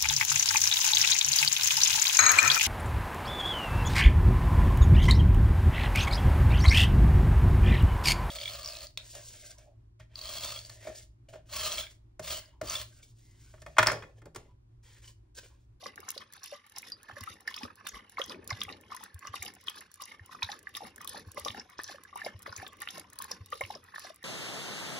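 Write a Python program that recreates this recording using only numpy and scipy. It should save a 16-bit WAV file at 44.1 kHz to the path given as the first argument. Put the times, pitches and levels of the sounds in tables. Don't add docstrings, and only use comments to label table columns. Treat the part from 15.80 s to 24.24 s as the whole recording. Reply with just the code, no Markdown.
import sys
import numpy as np
from scipy import signal
from scipy.fft import rfft, irfft
from scipy.io import wavfile
from scipy.ndimage import uniform_filter1d, minimum_filter1d, map_coordinates

SR = 44100
rng = np.random.default_rng(int(sys.argv[2]) if len(sys.argv) > 2 else 0)


def magnitude_from_level(level_db):
    exponent = np.asarray(level_db, float) / 20
    return 10 ** exponent


def log_audio(samples):
    frames = np.atleast_2d(samples).T
    limited = np.clip(frames, -1, 1)
    pcm = np.round(limited * 32767).astype(np.int16)
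    wavfile.write(sys.argv[1], SR, pcm)


N = 372204


def evened(x):
    return x / np.sqrt(np.mean(x ** 2) + 1e-20)


def read(points, hz):
    point_hz, value = np.transpose(points)
    return np.interp(np.log(hz + 1), np.log(np.abs(point_hz) + 1), value)


def coloured(x, points):
    hz = np.fft.rfftfreq(x.shape[-1], 1 / SR)
    return irfft(rfft(x) * magnitude_from_level(read(points, hz)), x.shape[-1])


def add(mix, start_s, sound):
    part = mix[max(round(start_s * SR), 0):][:len(sound)]
    part += sound[:len(part)]


def air_pocket(hz, cycles, glide, rise):
    cycles = max(cycles, 1)
    u = np.arange(int(6 * SR * cycles / hz)) * hz / SR / cycles
    shape = (1 - np.exp(-(u / rise) ** 2)) * np.exp(-1.4 * u - 0.51 * u ** 2)
    return shape / shape.max() * np.sin(2 * np.pi * cycles * (u + glide * u ** 2 / 2))


def pockets(rows, cycles, glide, rise, trim_db):
    out = np.zeros(N)
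    for start_s, level_db, pitch_hz, *own in rows:
        length = own[0] if own else cycles
        add(out, start_s, magnitude_from_level(level_db + trim_db) * air_pocket(pitch_hz, length, glide, rise))
    return out


def swarm(lo_hz, hi_hz, cycles, per_s, spread_db, clumpy):
    out = np.zeros(N)
    clump = np.exp(clumpy * evened(uniform_filter1d(rng.standard_normal(N), 400)))
    for hz in lo_hz * (hi_hz / lo_hz) ** ((np.arange(18) + rng.random(18)) / 18):
        draw, size, sign = rng.random((3, N))
        train = (draw < clump * per_s / 18 / SR) * np.sign(sign - .5)
        train *= magnitude_from_level(-spread_db * np.log(size + .02))
        pocket = air_pocket(hz, cycles, glide=0.1, rise=0.25) * np.sqrt(hz / lo_hz)
        out += signal.oaconvolve(train, pocket)[:N]
    sway_hz, sway_samples = 2.3, 220
    bent = np.arange(N) + sway_samples * np.sin(2 * np.pi * sway_hz * np.arange(N) / SR)
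    return evened(map_coordinates(out, [bent], order=3, mode="mirror"))


# [plunge_s, length_s, slosh_db, spray_db]
LAPS = [(0.01, 0.047, -59.5, -57.5), (0.174, 0.052, -66, -64.5), (0.289, 0.1, -59, -59),
        (0.536, 0.024, -67, -61.5), (0.641, 0.083, -60, -54.5), (0.961, 0.11, -60, -57.5),
        (1.279, 0.025, -61, -66), (1.37, 0.132, -57, -57.5), (1.681, 0.15, -54.5, -57),
        (2.061, 0.082, -52.5, -56), (2.383, 0.11, -54, -52), (2.687, .21, -58, -57.5),
        (3.113, 0.12, -55, -57.5), (3.427, 0.0073, -59, -65.5), (3.541, 0.11, -54.5, -52),
        (3.871, 0.096, -55.5, -53), (4.21, 0.093, -58, -57), (4.516, 0.022, -59, -62.5),
        (4.619, 0.093, -56.5, -54), (4.947, 0.088, -60.5, -53), (5.283, 0.076, -56, -51.5),
        (5.567, 0.2, -54.5, -52.5), (5.986, 0.11, -57.5, -54), (6.359, 0.092, -52.5, -56),
        (6.667, 0.15, -54.5, -58), (7.01, 0.15, -55.5, -55.5), (7.41, 0.1, -56, -55),
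        (7.722, 0.15, -66.5, -55), (7.906, 0.027, -58.5, -57.5), (8.148, 0.1, -56.5, -53)]


def strokes(column, rule, rest_db):
    rise_db_per_s, drain_db_per_s, sag_db, lift_db, reach_db = rule
    curl_s, reach_s, reach_width_s = 0.1, 0.065, 0.04
    t = np.arange(0, N + 64, 64) / SR
    power = magnitude_from_level(rest_db) ** 2
    for row in LAPS:
        since = t - row[0]
        stroke_s = max(row[1], .03)
        length_s = stroke_s + 0.014
        done = np.clip(since / length_s, 0, 1)
        db = lift_db * done - sag_db * np.sin(np.pi * done * round(stroke_s / curl_s)) ** 2
        db += rise_db_per_s * np.minimum(since, 0) - drain_db_per_s * np.maximum(since - length_s, 0)
        reach = magnitude_from_level(reach_db) * np.exp(-((since + reach_s) / reach_width_s) ** 2)
        power = power + magnitude_from_level(row[column]) ** 2 * (magnitude_from_level(db) ** 2 + reach ** 2)
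    return np.interp(np.arange(N) / SR, t, np.sqrt(power))


# [time_s, level_db]
SWELL = [(.1, -62.5), (.6, -71), (.87, -73.5), (1.0, -65.5), (1.93, -65.5), (2.33, -68), (2.55, -55.5),
         (2.95, -56.5), (3.3, -71), (3.67, -63.5), (4.14, -73), (4.56, -66), (5.04, -60.5), (5.78, -58.5),
         (5.92, -69.5), (6.1, -65), (7.82, -61.5), (8.44, -71.5)]


def swell():
    return magnitude_from_level(np.interp(np.arange(N) / SR, *np.transpose(SWELL)))


# [rise_db_per_s, drain_db_per_s, sag_db, lift_db, reach_db]
SLOSH_RULE = (897, 249, 10, -0.5, -14.5)
# [freq_hz, gain_db]
SLOSH_COLOUR = [(550, -10.5), (820, -2.5), (1170, 3), (1500, -1.5), (1850, 1.5), (2600, 0), (3500, 3.5)]
# [rise_db_per_s, drain_db_per_s, sag_db, lift_db, reach_db]
SPRAY_RULE = (1298, 343, 7, -0.5, -17.5)
# [freq_hz, gain_db]
SPRAY_COLOUR = [(2200, -2), (3200, -3.5), (5500, -1), (7500, -12.5), (10500, -1), (12800, -9.5),
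                (14200, -11.5), (15500, -5)]


def slosh_and_spray():
    slosh = coloured(swarm(700, 2800, cycles=9, per_s=600, spread_db=2.2, clumpy=.9), SLOSH_COLOUR)
    deep = signal.sosfiltfilt(signal.butter(4, 1000, fs=SR, output="sos"), slosh)
    slosh = slosh - deep + deep * evened(swell() ** 0.64)
    drips = swarm(2600, 7000, cycles=12, per_s=400, spread_db=2.6, clumpy=.8)
    fizz = swarm(2600, 15500, cycles=5, per_s=2600, spread_db=2.8, clumpy=.75)
    mist = rng.standard_normal(N)
    slow = uniform_filter1d(uniform_filter1d(mist, size=300), size=300)
    gust = magnitude_from_level(2.5 * evened(slow))
    slosh = evened(gust * slosh)
    spray = evened(coloured(gust * (fizz + 0.54 * drips + 0.041 * mist), SPRAY_COLOUR))
    slosh_level = magnitude_from_level(1.5) * strokes(2, SLOSH_RULE, rest_db=-73)
    return slosh_level * slosh + strokes(3, SPRAY_RULE, rest_db=-77.5) * spray


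# [start_s, level_db, pitch_hz, cycles]
GULPS = [(0.06, -38, 1060, 2.4), (0.282, -40.5, 1340, 3.2), (0.363, -48, 540, 5), (0.721, -48, 568, 10.8),
         (1.473, -40, 1304, 21), (1.809, -47, 838, 18), (2.067, -39.5, 1380, 5.7),
         (2.382, -31.5, 1160, 9.3), (2.709, -38.5, 1090, 6.1), (2.815, -45, 1320, 4.8),
         (3.118, -39, 1170, 8.3), (3.451, -41.5, 1200, 3.6), (3.54, -32.5, 1070, 2.4),
         (4.624, -37, 957, 8.1), (4.69, -41.5, 813, 11.5), (5.006, -46, 840, 3.9), (5.344, -42, 810, 5.5),
         (5.574, -34.5, 955, 3.2), (5.658, -37, 560, 5.5), (5.991, -32, 1040, 0.74),
         (6.357, -37.5, 970, 7.9), (6.463, -34.5, 580, 2.8), (6.663, -37, 1180, 1.7),
         (6.825, -45.5, 772, 9.5), (7.073, -39, 1440, 4.5), (7.51, -44.5, 1040, 4),
         (7.725, -34.5, 1224, 7.6), (7.808, -36, 557, 4), (7.902, -40.5, 846, 8.5),
         (8.181, -40.5, 1220, 3.2),
         (1.12, -34, 4770, 20), (1.126, -50, 4600, 67), (1.6762, -31, 1810, 5.8), (1.679, -49, 1770, 16),
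         (1.68, -58, 2000, 67), (1.831, -43.5, 233, 6.1), (2.395, -38, 530, 5.8), (5.372, -55, 570, 5.9),
         (7.727, -43.5, 535, 8.2), (8.299, -50.5, 653, 8.9), (8.425, -51.5, 1770, 7.4)]


def gulps():
    return pockets(GULPS, 6, glide=0.0088, rise=0.13, trim_db=4)


# [start_s, level_db, pitch_hz]
SLURPS = [(0.2647, -53, 1220), (0.7187, -46, 760), (0.9601, -53, 1090), (1.2959, -43, 1290),
          (1.4041, -49, 1080), (1.7299, -58, 1110), (1.7668, -46, 1180), (1.8511, -43, 1220),
          (2.1674, -50, 1060), (2.4068, -35.5, 1280), (2.5061, -46.5, 1190), (2.8129, -40, 1210),
          (2.8823, -43, 1246), (3.208, -45.5, 850), (4.1983, -46.5, 1110), (4.4921, -49, 1050),
          (4.547, -41.5, 1210), (5.0184, -43, 830), (5.0369, -53, 844), (5.0503, -46.5, 1140),
          (5.6615, -30, 1054), (6.0955, -54, 804), (6.1828, -47.5, 1280), (6.3279, -44.5, 1080),
          (6.3958, -49, 1480), (6.754, -51, 1110), (6.8453, -48, 1230), (7.401, -40, 1050),
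          (7.8141, -32, 1046), (7.9502, -46.7, 1105), (8.2466, -56, 780)]


def slurps():
    return pockets(SLURPS, 7.4, glide=0.034, rise=0.1, trim_db=0)


# [start_s, level_db, pitch_hz]
GLUGS = [(0.0596, -49.5, 527), (0.1923, -52, 387), (1.408, -56, 230), (1.85, -48.5, 537), (2.542, -53, 370),
         (2.5888, -50, 374), (2.7171, -43.5, 805), (5.0153, -66, 750), (5.0278, -49.5, 564),
         (5.0418, -53, 210), (5.5766, -44.5, 550), (5.6928, -57, 222), (5.7776, -49, 225),
         (6.0939, -50, 770), (6.1433, -55, 545), (6.4411, -54, 634), (6.678, -44.5, 577),
         (7.1759, -50, 590), (7.5102, -50.5, 456), (7.7511, -53, 427), (7.9546, -48, 580),
         (8.245, -50, 720)]


def glugs():
    return pockets(GLUGS, 4.36, glide=0.017, rise=0.17, trim_db=5)


# [start_s, level_db, pitch_hz]
GURGLES = [(0.027, -49, 730), (0.229, -51, 1190), (1.296, -52.5, 796), (1.367, -57.5, 567),
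           (2.053, -54, 956), (2.881, -52, 804), (3.145, -48.5, 1000), (3.877, -49, 1115),
           (4.219, -46.5, 980), (4.523, -56, 1250), (4.969, -49, 1180), (5.207, -50, 1200),
           (5.248, -49.5, 1120), (5.745, -53.5, 796), (6.726, -50, 1040), (7.016, -45.5, 1410),
           (8.139, -51, 1050)]


def gurgles():
    return pockets(GURGLES, 8.1, glide=0.014, rise=0.1, trim_db=5.5)


# [start_s, level_db, pitch_hz]
BUBBLES = [(0.1771, -47.5, 1546), (0.6595, -49, 2800), (1.0291, -48, 2310), (1.3662, -52, 1730),
           (1.8326, -44, 2680), (2.371, -45.5, 2100), (2.3945, -44.5, 1870), (2.4164, -33.5, 3100),
           (2.7061, -37.5, 2060), (2.8904, -46, 2580), (3.622, -44.5, 2210), (3.8826, -33, 3040),
           (4.011, -54.5, 2000), (4.6227, -34.5, 2380), (4.6888, -47, 1870), (4.8704, -43.5, 1760),
           (5.1791, -53, 1630), (5.5704, -49.5, 2050), (5.998, -45.5, 1710), (6.2505, -56.5, 1600),
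           (6.416, -44, 1680), (6.4632, -46.5, 2160), (6.6608, -45.5, 2020), (6.726, -49.5, 1380),
           (7.0188, -46, 1690), (7.0737, -57, 1840), (7.7213, -51, 1820), (7.8104, -38.5, 2080),
           (8.144, -52, 1820)]


def bubbles():
    return pockets(BUBBLES, 8.1, glide=0.064, rise=0.1, trim_db=9)


# [start_s, level_db, pitch_hz]
BURSTS = [(0.0585, -37.5, 1990), (1.2947, -48, 1490), (1.7412, -29.5, 3160), (1.7766, -30.5, 2580),
          (1.8315, -39, 1860), (2.0699, -31.5, 2760), (2.4221, -38, 1480), (2.5194, -38, 3000),
          (2.5443, -38, 2300), (2.7259, -41, 1500), (2.8292, -42, 1580), (2.8302, -39, 2340),
          (2.8506, -38.5, 2140), (3.1689, -40, 1760), (3.566, -33.5, 2620), (3.6623, -49, 2930),
          (3.8803, -48, 1550), (4.3941, -43, 1840), (4.9673, -37, 1830), (5.2048, -41.5, 1930),
          (5.7022, -38, 2230), (5.7451, -39, 1620), (5.771, -45, 1790), (6.0948, -47, 2020),
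          (6.3976, -42, 1550), (6.7807, -37, 2280), (6.7987, -41, 1870), (7.0341, -42, 2080),
          (7.074, -30, 2640), (7.4387, -41.5, 1610), (7.731, -38, 2600), (7.8368, -31, 2840),
          (7.8503, -33, 2380), (8.1596, -35, 1780)]


def bursts():
    return pockets(BURSTS, 5.3, glide=0.016, rise=0.15, trim_db=-3)


# [start_s, level_db, pitch_hz]
SPECKS = [(0.2888, -32, 6130), (1.4087, -42.5, 5170), (1.7639, -37.5, 5200), (1.7794, -42.5, 3600),
          (1.7878, -42, 5650), (1.8332, -40, 5000), (2.0912, -35.5, 6400), (2.4399, -38.5, 5960),
          (2.5202, -39, 3014), (2.7277, -38.5, 3820), (2.9253, -38, 4240), (3.6631, -38, 3100),
          (3.6795, -38, 4840), (3.8721, -45, 4070), (4.2373, -38.5, 5840), (4.6294, -30, 5400),
          (4.6459, -36, 3800), (4.7167, -37.5, 5660), (4.9726, -33.5, 5180), (5.681, -38, 5500),
          (5.7049, -38, 3160), (5.7972, -36.5, 5360), (5.9833, -43, 5470), (6.0776, -40, 5600),
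          (6.4478, -36.5, 4800), (6.7256, -42, 5180), (6.8653, -38.5, 3400), (7.1048, -37.5, 5700),
          (7.7318, -42.5, 3250), (7.9513, -40.5, 5100)]


def specks():
    return pockets(SPECKS, 6.4, glide=0.015, rise=0.1, trim_db=5)


# [start_s, level_db, pitch_hz]
DROPS = [(0.066, -55, 4930), (0.29, -52, 6630), (0.378, -52, 4340), (0.633, -58.5, 5660),
         (0.9625, -58, 5240), (0.9832, -54.5, 5860), (1.676, -54.5, 4950), (1.743, -57.5, 4380),
         (2.067, -56, 3530), (2.496, -54.5, 4760), (2.704, -49, 5170), (2.806, -56, 5170),
         (2.8158, -45.5, 3370), (3.4713, -57.5, 5840), (3.629, -53.5, 6400), (4.221, -57.5, 4750),
         (4.63, -45.5, 3760), (4.718, -54.5, 3820), (4.9504, -54, 3450), (5.2752, -59, 3520),
         (5.6491, -48.5, 5500), (5.683, -49, 3500), (6.0424, -51.5, 5730), (6.764, -51, 6300),
         (7.087, -52.5, 3280), (7.515, -46.5, 5360)]


def drops():
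    return pockets(DROPS, 5.25, glide=0.0081, rise=0.1, trim_db=24.5)


# [start_s, level_db]
SMACKS = [(0.2872, -39), (0.3042, -31), (0.64, -41.5), (0.9844, -36.5), (1.4375, -43), (1.6776, -44.5),
          (2.0704, -36.5), (3.1486, -45), (3.238, -41.5), (3.6256, -33.5), (4.2203, -39), (5.2752, -36),
          (5.293, -35), (5.334, -49), (5.5966, -39), (6.0348, -40.5), (6.357, -46.5), (7.0187, -37),
          (7.1967, -39.5), (7.388, -34.5), (7.422, -34.5), (7.5125, -42), (7.809, -38)]
# [start_s, level_db]
TICKS = [(0.158, -48), (0.2033, -47), (0.5248, -48), (1.231, -50), (1.956, -54), (2.296, -50),
         (2.676, -38.5), (3.011, -53.5), (3.344, -49.5), (3.3918, -49.5), (3.7383, -52), (4.116, -54),
         (4.1409, -46.5), (4.4603, -51), (4.791, -51), (4.829, -54.5), (5.16, -47.5), (5.215, -44),
         (5.246, -40), (5.475, -57), (5.517, -47.5), (5.899, -54), (6.236, -49), (6.592, -52),
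         (6.6214, -49), (7.003, -47), (7.3004, -52.5), (7.332, -48), (7.66, -48)]
FAINT_TICKS = [.5672, 0.8653, 2.321, 2.644, 3.8118, 3.8396, 4.892, 6.9312, 6.969, 7.3573, 7.703, 8.0403, 8.344]
MORE_TICKS = [0.38, 0.897, .921, 1.119, 1.54, 1.607, 1.7424, 3.751, 4.157, 5.069, 5.18, 5.378, 5.395, 5.546,
              6.0172, 7.0867, 8.36]
# [start_s, level_db]
SPLATS = [(0.315, -38), (0.5355, -40), (0.659, -37), (1.0203, -44), (1.1, -44), (1.4075, -41), (1.765, -41),
          (2.087, -35), (2.4148, -44), (2.4603, -43), (2.8342, -31), (3.1647, -37.5), (3.6492, -38),
          (3.658, -37), (3.681, -44), (3.8844, -43), (3.897, -35), (4.0069, -40), (4.255, -39),
          (4.6439, -45), (4.9678, -32), (5.296, -35), (6.374, -39), (6.442, -50), (6.4625, -40.5),
          (6.628, -44.5), (6.776, -40), (6.8777, -41), (7.108, -39), (7.1798, -38), (7.4427, -35),
          (7.7414, -44.5), (7.8614, -43.5), (8.1946, -38), (8.4298, -46)]
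# [freq_hz, gain_db]
SMACK_COLOUR = [(1200, -47), (3000, -5.5), (4500, -1), (6000, 1), (8000, 5), (10500, 5.5), (13500, -1),
                (16000, 3)]


def smacks():
    out, t = np.zeros(N), np.arange(900) / SR
    snaps = [*SMACKS, *TICKS]
    snaps += [(start_s, -55.5) for start_s in FAINT_TICKS]
    snaps += [(start_s, level_db + 0.5) for start_s, level_db, _ in DROPS]
    snaps += [(start_s, -53) for start_s in MORE_TICKS]
    snap = (1 - np.exp(-t / .0002)) * (np.exp(-t / .0009) + .1 * np.exp(-t / .005))
    splat = (1 - np.exp(-t / 0.00094)) * np.exp(-t / 0.0012)
    films = rng.standard_normal((92, 900))
    for (start_s, level_db), fizz in zip(snaps, np.vstack([films, -films])):
        add(out, start_s, magnitude_from_level(level_db + 7.5) * fizz * snap)
    for (start_s, level_db), fizz in zip(SPLATS, films[::-1]):
        add(out, start_s, magnitude_from_level(level_db + 7.5) * fizz * splat)
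    return coloured(out, SMACK_COLOUR)


# [start_s, level_db, pitch_hz]
THUMPS = [(1.498, -62, 90.5), (1.324, -58.5, 103), (1.41, -52, 94), (1.837, -57, 93), (2.126, -60, 54),
          (2.72, -44.5, 106), (2.857, -60, 91), (3.34, -50, 84.5), (3.488, -55, 97.5), (3.593, -57, 85),
          (4.404, -55.5, 94), (4.631, -51, 92), (5.465, -51.5, 94), (5.608, -60, 76.6), (5.692, -53.5, 99),
          (6.543, -51, 96), (6.689, -56, 97), (6.781, -56, 96), (7.602, -50, 94), (7.831, -52.5, 97.4)]


def thumps():
    return pockets(THUMPS, 2.63, glide=-0.0092, rise=0.42, trim_db=10.5)


# [rise_db_per_s, drain_db_per_s, sag_db, lift_db, reach_db]
RUMBLE_RULE = (306, 170, 14, 9, -23)


def rumble():
    stroke = strokes(2, RUMBLE_RULE, rest_db=-67) ** 0.67
    middle, aside = (swarm(160, 570, cycles=5.5, per_s=1100, spread_db=2, clumpy=.5) for _ in range(2))
    return swell() * evened(stroke) * (middle + 0.068 * aside * [[1], [-1]])


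# [freq_hz, width_hz, gain_db]
BOWL_MODES = [(554, 110, -2), (818, 90, -2), (1170, 200, 0), (1810, 220, -2), (2200, 150, -4),
              (3500, 400, -4), (5260, 600, -3)]


def bowl(x):
    t = np.arange(SR // 8) / SR
    hz = np.fft.rfftfreq(len(t), 1 / SR)
    shift = np.array([.95, 1, 1.05])[:, None, None]
    modes = .5 + sum(magnitude_from_level(db) / (1 + (2 * (hz - f * shift) / w) ** 2) for f, w, db in BOWL_MODES)
    walls = rng.standard_normal((3, 2, len(t)))
    walls += 0.28 * walls[:, ::-1]
    echoes = irfft(rfft(walls) * modes / (1 + (hz / 12000) ** 6), len(t)) * np.minimum(t / 0.0011, 1)
    echoes *= magnitude_from_level(-60 * t / 0.012) + magnitude_from_level(-21 - 60 * t / 0.13)
    echoes /= np.linalg.norm(echoes, axis=2, keepdims=True)
    turn = np.pi * (2.9 * np.arange(N) / SR + np.arange(3)[:, None] / 3)
    fed = np.sqrt(2 / 3) * np.cos(turn) * x
    return signal.oaconvolve(fed[:, None], echoes, axes=2)[..., :N].sum(0)


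# [freq_hz, gain_db]
HUM_COLOUR = [(15, -57), (25, -11), (87, 16), (714, -40), (1190, -9), (3430, -12.5), (5430, -62),
              (7710, -19), (10100, -21), (16000, -54)]


def hum():
    shared, own = rng.standard_normal(N), rng.standard_normal((2, N))
    air = evened(coloured(shared + 0.094 * own, HUM_COLOUR))
    bass = signal.sosfiltfilt(signal.butter(2, 200, fs=SR, output="sos"), air)
    return magnitude_from_level(-67.5) * (air - bass + bass * evened(swell() ** 0.85))


# [freq_hz, lead_rad]
LEAD = [(0, 0), (1030, -1.4), (2000, -0.1), (3300, 2.2), (3850, 0.3), (4310, 0.5), (5000, 5.9), (6370, 8.2),
        (7150, 9.3), (8870, 9.9), (9910, 12.2), (11700, 13.1), (13200, 14.9), (14700, 15.8), (15400, 17.05)]
# [freq_hz, tilt_db]
TILT = [(60, 2), (180, -1.5), (550, 5.5), (1650, -8.5), (4970, -1), (15000, 1)]


def ports(x):
    hz, side = np.fft.rfftfreq(N, 1 / SR), np.array([[.5], [-.5]])
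    lead_rad = np.interp(hz, *np.transpose(LEAD))
    return irfft(rfft(x) * magnitude_from_level(side * read(TILT, hz)) * np.exp(1j * side * lead_rad), N)


def scene():
    water = slosh_and_spray() + gulps() + slurps() + glugs() + gurgles()
    water += bubbles() + bursts() + specks() + drops()
    low = thumps() + rumble()
    snaps = smacks()
    return ports(water + low + snaps) + magnitude_from_level(-0.5) * bowl(water + 0.5 * snaps) + ports(hum())


# [freq_hz, gain_db]
MIC = [(5500, 0), (6800, 2.5), (8500, 0), (12900, 0), (13800, 10), (14500, 2.5), (15600, 4.5), (16500, -9)]


def microphone(x):
    band = signal.firwin(511, 16700, window=("kaiser", 9), fs=SR)
    return signal.oaconvolve(coloured(x, MIC), band[None], "same")


def starve(x, under_db, quiet_db, from_hz, top_hz, snap_db):
    pair = np.array([x[0] + x[1], x[0] - x[1]]) / 2
    hz, _, z = signal.stft(pair, SR, nperseg=1024)
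    z, hz = z[:, :512].reshape(2, 32, 16, -1), hz[:512:16, None]
    power = (abs(z) ** 2).sum(2) + 1e-14
    db = 10 * np.log10(uniform_filter1d(uniform_filter1d(power, size=2, axis=2), size=2, axis=1))
    treble_db = 10 * np.log10((power * (hz > from_hz)).sum((0, 1)))
    snap = treble_db - minimum_filter1d(treble_db, size=3, origin=1) > snap_db
    weak = (db < db[::-1] - under_db) | (db < quiet_db) | (hz > top_hz)
    weak = weak & (hz > from_hz) & ~snap
    z = (z * ~weak[:, :, None]).reshape(2, 512, -1)
    z = np.pad(z, ((0, 0), (0, 1), (0, 0)))
    mid, side = signal.istft(z, SR, nperseg=1024)[1][:, :N]
    return np.array([mid + side, mid - side])


def band_limit(x):
    return signal.sosfilt(signal.butter(12, 17300, fs=SR, output="sos"), x)


def record(dry):
    mix = starve(microphone(dry), under_db=4, quiet_db=-91.5, from_hz=6500, top_hz=15800, snap_db=12.5)
    return band_limit(mix)


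dry = scene()
out = record(dry)
log_audio(out)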